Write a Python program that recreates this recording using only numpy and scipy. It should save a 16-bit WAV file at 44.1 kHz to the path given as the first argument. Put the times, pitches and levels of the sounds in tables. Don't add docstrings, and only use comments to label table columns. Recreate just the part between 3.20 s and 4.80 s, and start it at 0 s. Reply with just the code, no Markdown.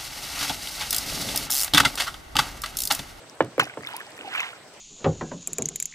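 import sys
import numpy as np
from scipy import signal
from scipy.fft import rfft, irfft, next_fast_len
from scipy.io import wavfile

SR = 44100
rng = np.random.default_rng(int(sys.argv[2]) if len(sys.argv) > 2 else 0)


def output_pcm(signal):
    pcm = np.clip(np.atleast_2d(signal).T, -1, 1) * 32767
    wavfile.write(sys.argv[1], SR, np.round(pcm).astype(np.int16))


def invert_db(level):
    return 10 ** (np.asarray(level, dtype=float) / 20)


N = 70560


def seconds():
    return np.arange(N) / SR


def at_hz(points, hz):
    known_hz, values = np.array(points).T
    return np.interp(np.log(hz), np.log(known_hz + 1e-9), values)


def at_time(points):
    return np.interp(seconds(), *np.transpose(points))


def rms_one(x):
    return x / np.sqrt(np.mean(x ** 2) + 1e-20)


def drift(rate_hz):
    r = np.exp(-2 * np.pi * rate_hz / SR)
    settle = 20000
    white = rng.standard_normal(N + settle)
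    return rms_one(signal.lfilter([1], [1, -2 * r, r * r], white)[settle:])


def ring(clicks, hz, t60_s):
    r, w = invert_db(-60 / (t60_s * SR)), 2 * np.pi * hz / SR
    return signal.lfilter([0, np.sin(w)], [1, -2 * r * np.cos(w), r * r], clicks + 1e-18)


def butter(x, hz, kind, order=2):
    sos = signal.butter(order, np.clip(hz, 10, .45 * SR), kind, fs=SR, output="sos")
    return signal.sosfilt(sos, x)


def ports(x, lag_ms):
    left_db = -1.9
    shadow_hz, shadow_db, shadow_octaves = 6500, -10, .5
    size = next_fast_len(N + 512)
    hz = np.arange(size // 2 + 1) * SR / size + 1
    octaves_off = np.log2(hz / shadow_hz) / shadow_octaves
    shadow = invert_db(shadow_db * np.exp(-.5 * octaves_off ** 2))
    delay = np.exp(-2j * np.pi * hz * lag_ms / 1000)
    far = irfft(rfft(x, size) * shadow * delay, size)[:N]
    return np.array([invert_db(left_db / 2) * x, invert_db(-left_db / 2) * far])


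# start in seconds, level in dB, contact cut-off in Hz, slow low modes in dB.
KNOCK_EVENTS = [
    (0.206, -10, 2450, 1.5),
    (0.214, -49, 1300, 5),
    (0.3804, -15, 574, -2.5),
    (.3970, -25, 564, -1),
    (0.5728, -26, 1420, 0),
]
# frequency in Hz, level in dB, t60 in seconds.
HULL_MODES = [(102.1, -15, 0.11), (128.2, -23.5, 0.3), (156.2, -12, 0.095), (255, -14.5, 0.14),
              (309, -11, 0.17), (441.7, -7, 0.085), (513, 7.5, 0.024), (574, -13.5, 0.092),
              (697.5, -13, 0.093), (890, -6.5, 0.057), (1050, 0.5, 0.021), (1333, 8.5, 0.0066),
              (1650, -4.5, 0.022), (2180, -9, 0.019)]


def hull_modes(start_s, low_db, wobble):
    travel_s, swell_s, dispersion, sag = .010, .020, 1.9, .09
    body = 0
    for k, (hz, level_db, t60_s) in enumerate(HULL_MODES):
        slow = (100 / hz) ** dispersion
        age = np.clip(seconds() - start_s - travel_s * slow, 0, 2 * t60_s)
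        unsteady = 1 + (wobble[k] - 1) * np.clip(age / .03, 0, 1)
        phase = 2 * np.pi * hz * age * (1 + sag * (.5 - age / t60_s))
        sign = np.sign(hz - 700) if hz > 400 else (-1) ** k
        decay = invert_db(level_db + low_db * min(1, 1.06 * slow) - 60 * age / t60_s)
        swell = 1 - np.exp(-age / (swell_s * slow))
        body = body + sign * decay * swell * unsteady * np.sin(phase)
    return body


def hull():
    thud_db, thud_hz, thud_rise_s, thud_t60_s = -11.5, (106, 486), 0.013, 0.19
    shell_db, shell_t60_s, shell_hz = -7.5, 0.043, 1300
    hollow_db, hollow_t60_s = -9, .18
    wobble_db, lag_ms = 6, 0.071
    out, t = np.zeros(N), seconds()
    rustle = rms_one(butter(rng.standard_normal(N), [260, 4000], "band"))
    rumble = rms_one(butter(rng.standard_normal(N), thud_hz, "band"))
    wobble = [invert_db(wobble_db * drift(25)) for _ in HULL_MODES]
    for start_s, db, cut_hz, low_db in KNOCK_EVENTS:
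        since = np.maximum(t - start_s, 0)
        thud_rise = 1 - np.exp(-(since / thud_rise_s) ** 2)
        thud = invert_db(thud_db + low_db - 60 * since / thud_t60_s) * thud_rise * rumble
        body = hull_modes(start_s, low_db, wobble) + thud
        decay = invert_db(-60 * since / shell_t60_s) + invert_db(hollow_db - 60 * since / hollow_t60_s)
        shell = decay * invert_db(shell_db) * (t > start_s) * rustle
        shell = butter(shell, shell_hz, "low", order=1)
        shell = butter(shell, 2 * cut_hz, "low", order=1)
        out += invert_db(db) * (butter(body, cut_hz, "low") + shell)
    return ports(butter(out, 72, "high", order=3), lag_ms)


def slap():
    start_s, level_db, t60_s, band_hz = .396, -22.5, 0.1, (1500, 6500)
    age = seconds() - start_s
    spray = rms_one(butter(rng.standard_normal(N), band_hz, "band"))
    return invert_db(level_db - 60 * np.abs(age) / t60_s + 2.8 * drift(190)) * (age > 0) * spray


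# start in seconds, level in dB, pitch in
# Hz, t60 in seconds, glide in octaves per second.
BUBBLE_EVENTS = [(0.3973, -1.5, 1207, 0.012, 39.5), (0.3994, -3, 1443, 0.012, 12),
                 (.3803, -25, 2200, .012, -5), (0.2045, -35.5, 2970, 0.069, -2),
                 (.4025, -17, 2650, 0.034, -7), (.422, -33, 1500, 0.013, -20), (0.423, -28, 2600, 0.024, 0),
                 (0.439, -42, 2600, .03, 14), (0.6068, -43, 1240, 0.029, 4), (0.633, -32, 1180, 0.011, 8),
                 (0.3954, -11.5, 2185, 0.016, -13), (0.399, -3, 3080, 0.0076, -5),
                 (0.4042, -23.5, 1050, 0.049, 4), (0.4149, -7, 1860, 0.0051, -14),
                 (.4235, -23, 885, 0.058, -20.5), (.467, -29.5, 620, 0.027, 41),
                 (0.473, -31.5, 1500, 0.026, 10), (.498, -34.5, 1570, 0.048, -9.5),
                 (0.497, -23.5, 2200, 0.0069, 6), (.538, -30.5, 2020, 0.011, 21),
                 (0.608, -31.5, 1800, 0.0089, 7), (0.6345, -23.5, 1970, 0.0053, 9),
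                 (.6487, -28, 2110, 0.018, 12), (0.665, -39, 1680, 0.051, 2), (.672, -20, 3550, 0.013, 14),
                 (0.411, -20, 4130, 0.013, 11), (0.6901, -26, 1480, 0.01, 18), (.687, -30.5, 990, 0.019, -3),
                 (.709, -39.5, 650, 0.026, 18), (0.729, -32, 1800, 0.013, 6),
                 (0.733, -38.5, 960, 0.068, 8.5), (0.741, -30.5, 820, 0.076, 17),
                 (0.779, -40, 952, 0.15, 15), (0.805, -26.5, 1730, 0.016, 12),
                  (.813, -24, 1660, 0.007, 23), (0.979, -36, 1800, 0.019, 2), (.990, -28, 2500, 0.0095, -6),
                  (1.01, -25.5, 2900, 0.0092, -3), (1.0465, -35, 829, 0.092, -2),
                  (1.076, -33, 753, 0.099, 1.5), (1.137, -33.5, 1440, 0.072, -3.5),
                  (1.150, -18, 1300, 0.0078, 11), (1.151, -21.5, 2290, 0.045, 1.5),
                  (1.179, -21.5, 2846, 0.038, -12), (1.203, -21.5, 2186, 0.043, -14.5),
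                  (1.219, -27, 1050, 0.026, -14), (1.331, -34, 1380, 0.026, 2), (1.196, -17, 2400, .02, 15),
                  (1.209, -19, 2720, .015, -3), (1.18, -29, 1710, .025, 1), (1.232, -24, 1850, .02, 5),
                  (1.243, -26, 2040, 0.023, 10), (1.183, -35, 722, .04, 12), (1.289, -39, 1410, 0.031, 7),
                  (.87, -39.5, 800, 0.034, 6), (0.929, -45.5, 340, 0.1, -3), (1.005, -37, 1450, 0.017, 7)]


def bubbles():
    rise_cycles = 0.57
    out, t = 0, seconds()
    for start_s, db, hz, t60_s, glide in BUBBLE_EVENTS:
        age = np.clip(t - start_s, 0, 2 * t60_s)
        phase = 2 * np.pi * hz * age * (1 + .5 * np.log(2) * glide * age)
        swell = 1 - np.exp(-age * hz / rise_cycles)
        out = out + invert_db(db + 3.5 - 60 * age / t60_s) * swell * np.sin(phase)
    return out


# start in seconds, peak in dB, ring in Hz.
DROP_EVENTS = [(0.0968, -20, 5560), (0.2466, -18, 8000), (.3789, -16, 13300), (0.3953, -5, 6500),
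               (0.3952, -3.5, 12160), (0.4338, -15, 11400), (0.4418, -12, 5260), (0.453, -15.5, 7200),
               (0.47, -30, 12200), (0.629, -23, 4660), (0.6423, -21, 4800), (0.664, -16, 5400),
               (0.6715, -19.5, 12200), (0.6875, -21.5, 12900), (0.704, -24, 11700), (0.734, -18, 4900),
               (0.7652, -7, 10950), (0.7679, -19.5, 4860), (0.8011, -21, 12300), (0.866, -24, 5100),
               (0.9189, -23, 5000), (0.9762, -22.5, 7600), (0.9835, -29, 11800), (1.017, -24.5, 5100),
               (1.0839, -23, 4430), (1.139, -17, 5000), (1.145, -33, 4770), (1.2036, -11, 6500),
               (0.152, -29, 9450), (0.2244, -21.5, 6500), (.3018, -39, 13100), (.4928, -31, 11200),
               (.5457, -32.5, 11000), (0.594, -36, 6900), (0.6243, -24.5, 7100), (.7017, -35, 5900),
               (0.714, -33, 12500), (.7417, -36, 11500), (.7472, -37, 14200), (0.793, -27, 9000),
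               (0.8236, -33, 10600), (0.904, -31.5, 10700), (.9065, -28, 6600), (0.9415, -46, 12800),
               (1.0625, -36, 10400), (1.0705, -42, 12500), (1.1482, -26.5, 9500), (1.158, -12, 7800),
               (1.2036, -27, 11700), (1.2335, -33, 12500), (1.2516, -32, 11000), (1.311, -33.5, 12300),
               (1.537, -32, 9100)]
# ring in Hz, spit in dB.
DROP_SPIT = [(4500, -10), (12000, -3.5)]


def drops():
    half_width_octaves, top_hz = .5, 12500
    rise_s, spit_s, ring_db, ring_cycles = 0.00024, .0005, -6, 25
    out, t = np.zeros(N), seconds()
    white = rng.standard_normal(N)
    spread = 2 ** half_width_octaves
    for start_s, db, hz in DROP_EVENTS:
        age = np.maximum(t - start_s - .0006, 0)
        rise = 1 - np.exp(-age / rise_s)
        noise = rms_one(butter(white, [hz / spread, hz * spread], "band", order=1))
        spit = invert_db(at_hz(DROP_SPIT, hz)) * noise * np.exp(-age / spit_s)
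        tone = invert_db(ring_db - 60 * age * hz / ring_cycles) * np.sin(2 * np.pi * hz * age)
        out += invert_db(db) * rise * (spit + tone)
    return butter(out, top_hz, "low")


# time in seconds, level in dB.
WATER_FLOW = [(0.388, -69), (0.405, -30), (0.429, -33.5), (.5, -49), (0.599, -62), (0.679, -41.5),
              (.82, -46), (.92, -55), (1.1, -41), (1.152, -32), (1.208, -31.5), (1.297, -42), (1.359, -52),
              (1.6, -103)]
# frequency in Hz, level in dB per Hz.
SWISH_SPECTRUM = [(150, -40), (500, -21.5), (900, -4), (2200, -4), (3300, -1.5), (4000, -15.5),
                  (8000, -23.5), (15500, -43)]
# frequency in Hz, share of the flow's swing.
FLOW_SHARE = [(300, 0.27), (1200, 1), (10000, 1)]


def swish():
    grains_per_s, grain_cycles, grain_spread_db, spray_db = 2600, 22, 2.6, -6
    full_db = -36
    flow_db = at_time(WATER_FLOW)
    sizes = invert_db(grain_spread_db * np.minimum(rng.exponential(1, N), 4)) * rng.choice([-1, 1], N)
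    born = rng.random(N) < grains_per_s * invert_db(.3 * (flow_db + 40) + 3 * drift(30)) / SR
    grains = rms_one(sizes * born)
    pitches_hz = np.geomspace(300, 15000, 34)
    dealt = rng.integers(0, 34, N)
    hiss = rng.standard_normal(N)
    rings = []
    for k, hz in enumerate(pitches_hz):
        feed = (grains + invert_db(spray_db) * np.sqrt(hz / 1000) * hiss) * (dealt == k)
        rung = butter(ring(feed, hz, grain_cycles / hz), [.78 * hz, 1.28 * hz], "band")
        rings.append(invert_db(at_hz(SWISH_SPECTRUM, hz)) * hz * rung)
    full = invert_db(full_db) / np.sqrt(np.mean(sum(rings) ** 2))
    moving = 0
    for hz, rung in zip(pitches_hz, rings):
        moving = moving + invert_db(at_hz(FLOW_SHARE, hz) * (flow_db - full_db)) * rung
    return full * moving


def crackle():
    drips_per_s, band_hz, level_db = 390, (4030, 9000), -60
    stirred = np.clip((at_time(WATER_FLOW) + 62) / 14, 0, 1)
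    born = rng.random(N) < drips_per_s * stirred * invert_db(5 * drift(15)) / SR
    drips = born * invert_db(7.4 * np.minimum(rng.exponential(1, N), 3))
    dealt = rng.integers(0, 9, N)
    pitches_hz = np.geomspace(*band_hz, num=9)
    rings = sum(ring(drips * (dealt == k), hz, 20 / hz) for k, hz in enumerate(pitches_hz))
    return invert_db(level_db) * rms_one(rings)


# time in seconds, level in dB.
GURGLE_LEVEL = [
    (.5, -56),
    (.85, -58),
    (1.03, -47.5),
    (1.1, -53),
    (1.3, -61),
]


def gurgle():
    bubbles_per_s, band_hz = 400, (264, 620)
    born = rng.random(N) < bubbles_per_s / SR
    clicks = born * invert_db(2 * np.minimum(rng.exponential(1, N), 3)) * rng.choice([-1, 1], N)
    dealt = rng.integers(0, 10, N)
    pitches_hz = np.geomspace(*band_hz, num=10)
    rings = sum(ring(clicks * (dealt == k), hz, 14 / hz) for k, hz in enumerate(pitches_hz))
    return invert_db(at_time(GURGLE_LEVEL)) * rms_one(butter(rings, band_hz, "band"))


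def cockpit_echo(x):
    level_db, t60_s = -22, .07
    t = np.arange(int(.25 * SR)) / SR
    tail = rng.standard_normal((2, len(t))) * invert_db(-60 * t / t60_s) * (t > .004)
    tail = tail / np.sqrt(np.sum(tail ** 2) / 2)
    return invert_db(level_db) * signal.fftconvolve(x, tail, axes=1)[:, :N]


# frequency in Hz, band level in dB.
RIVER_SPECTRUM = [(15, -56), (25, -42), (102, -4.5), (437, -12.5), (486, -2), (604, -2), (812, -6),
                  (6500, -17.5), (9400, -27.5), (16000, -37.5)]
# frequency in Hz, left-right likeness.
RIVER_LIKENESS = [(60, 0.82), (380, 0.92), (2380, 0.49), (15000, -2.6)]


def river():
    level_db, flicker_db = -48, 2.22
    out, edges_hz = 0, 25 * 2 ** np.arange(0, 9.6, .5)
    white = rng.standard_normal((2, 2, N))
    for k, (low, high) in enumerate(zip(edges_hz, edges_hz[1:])):
        mid, side = butter(white[k % 2], [low, high], "band")
        hz = np.sqrt(low * high)
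        alike = np.clip(at_hz(RIVER_LIKENESS, hz), 0, 1)
        stereo = np.sqrt(1 + alike) * mid + np.sqrt(1 - alike) * side * [[1], [-1]]
        out = out + invert_db(at_hz(RIVER_SPECTRUM, hz) + flicker_db * drift(12.4)) * stereo
    return invert_db(level_db) * rms_one(out)


def insects():
    centre_hz, width_hz, level_db = 7980, 940, -61
    band_hz = [centre_hz - width_hz / 2, centre_hz + width_hz / 2]
    mid, side = butter(rng.standard_normal((2, N)), band_hz, "band")
    return invert_db(level_db + 0.21 * drift(8.2)) * rms_one(mid + .5 * side * [[1], [-1]])


def scene():
    water_lag_ms, drop_lag_ms = .155, 0.1818
    swish_left_db = -3
    water = ports(bubbles() + gurgle() + slap(), water_lag_ms) + ports(drops() + crackle(), drop_lag_ms)
    stroke_pan = invert_db(np.array([[.5], [-.5]]) * swish_left_db)
    water = water + ports(swish(), water_lag_ms) * stroke_pan
    return hull() + water + cockpit_echo(water) + river() + insects()


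def low_pass(x):
    return signal.sosfilt(signal.butter(12, 16990, fs=SR, output="sos"), x)


def record(dry):
    duck_from_db, duck_share, release_db_per_s, attack_s = -25, 0.11, 123, 0.0086
    ramp_db = release_db_per_s * seconds()
    peak_db = 20 * np.log10(np.abs(dry).max(axis=0) + 1e-9)
    held_db = np.maximum.accumulate(peak_db + ramp_db) - ramp_db
    r = np.exp(-1 / (attack_s * SR))
    over_db = signal.lfilter([1 - r], [1, -r], np.maximum(held_db - duck_from_db, 0))
    ducked = dry * invert_db(-duck_share * over_db)
    top_cut = signal.cheby2(14, 45, 16350, fs=SR, output="sos")
    return low_pass(signal.sosfilt(top_cut, ducked))


dry = scene()
out = record(dry)
output_pcm(out)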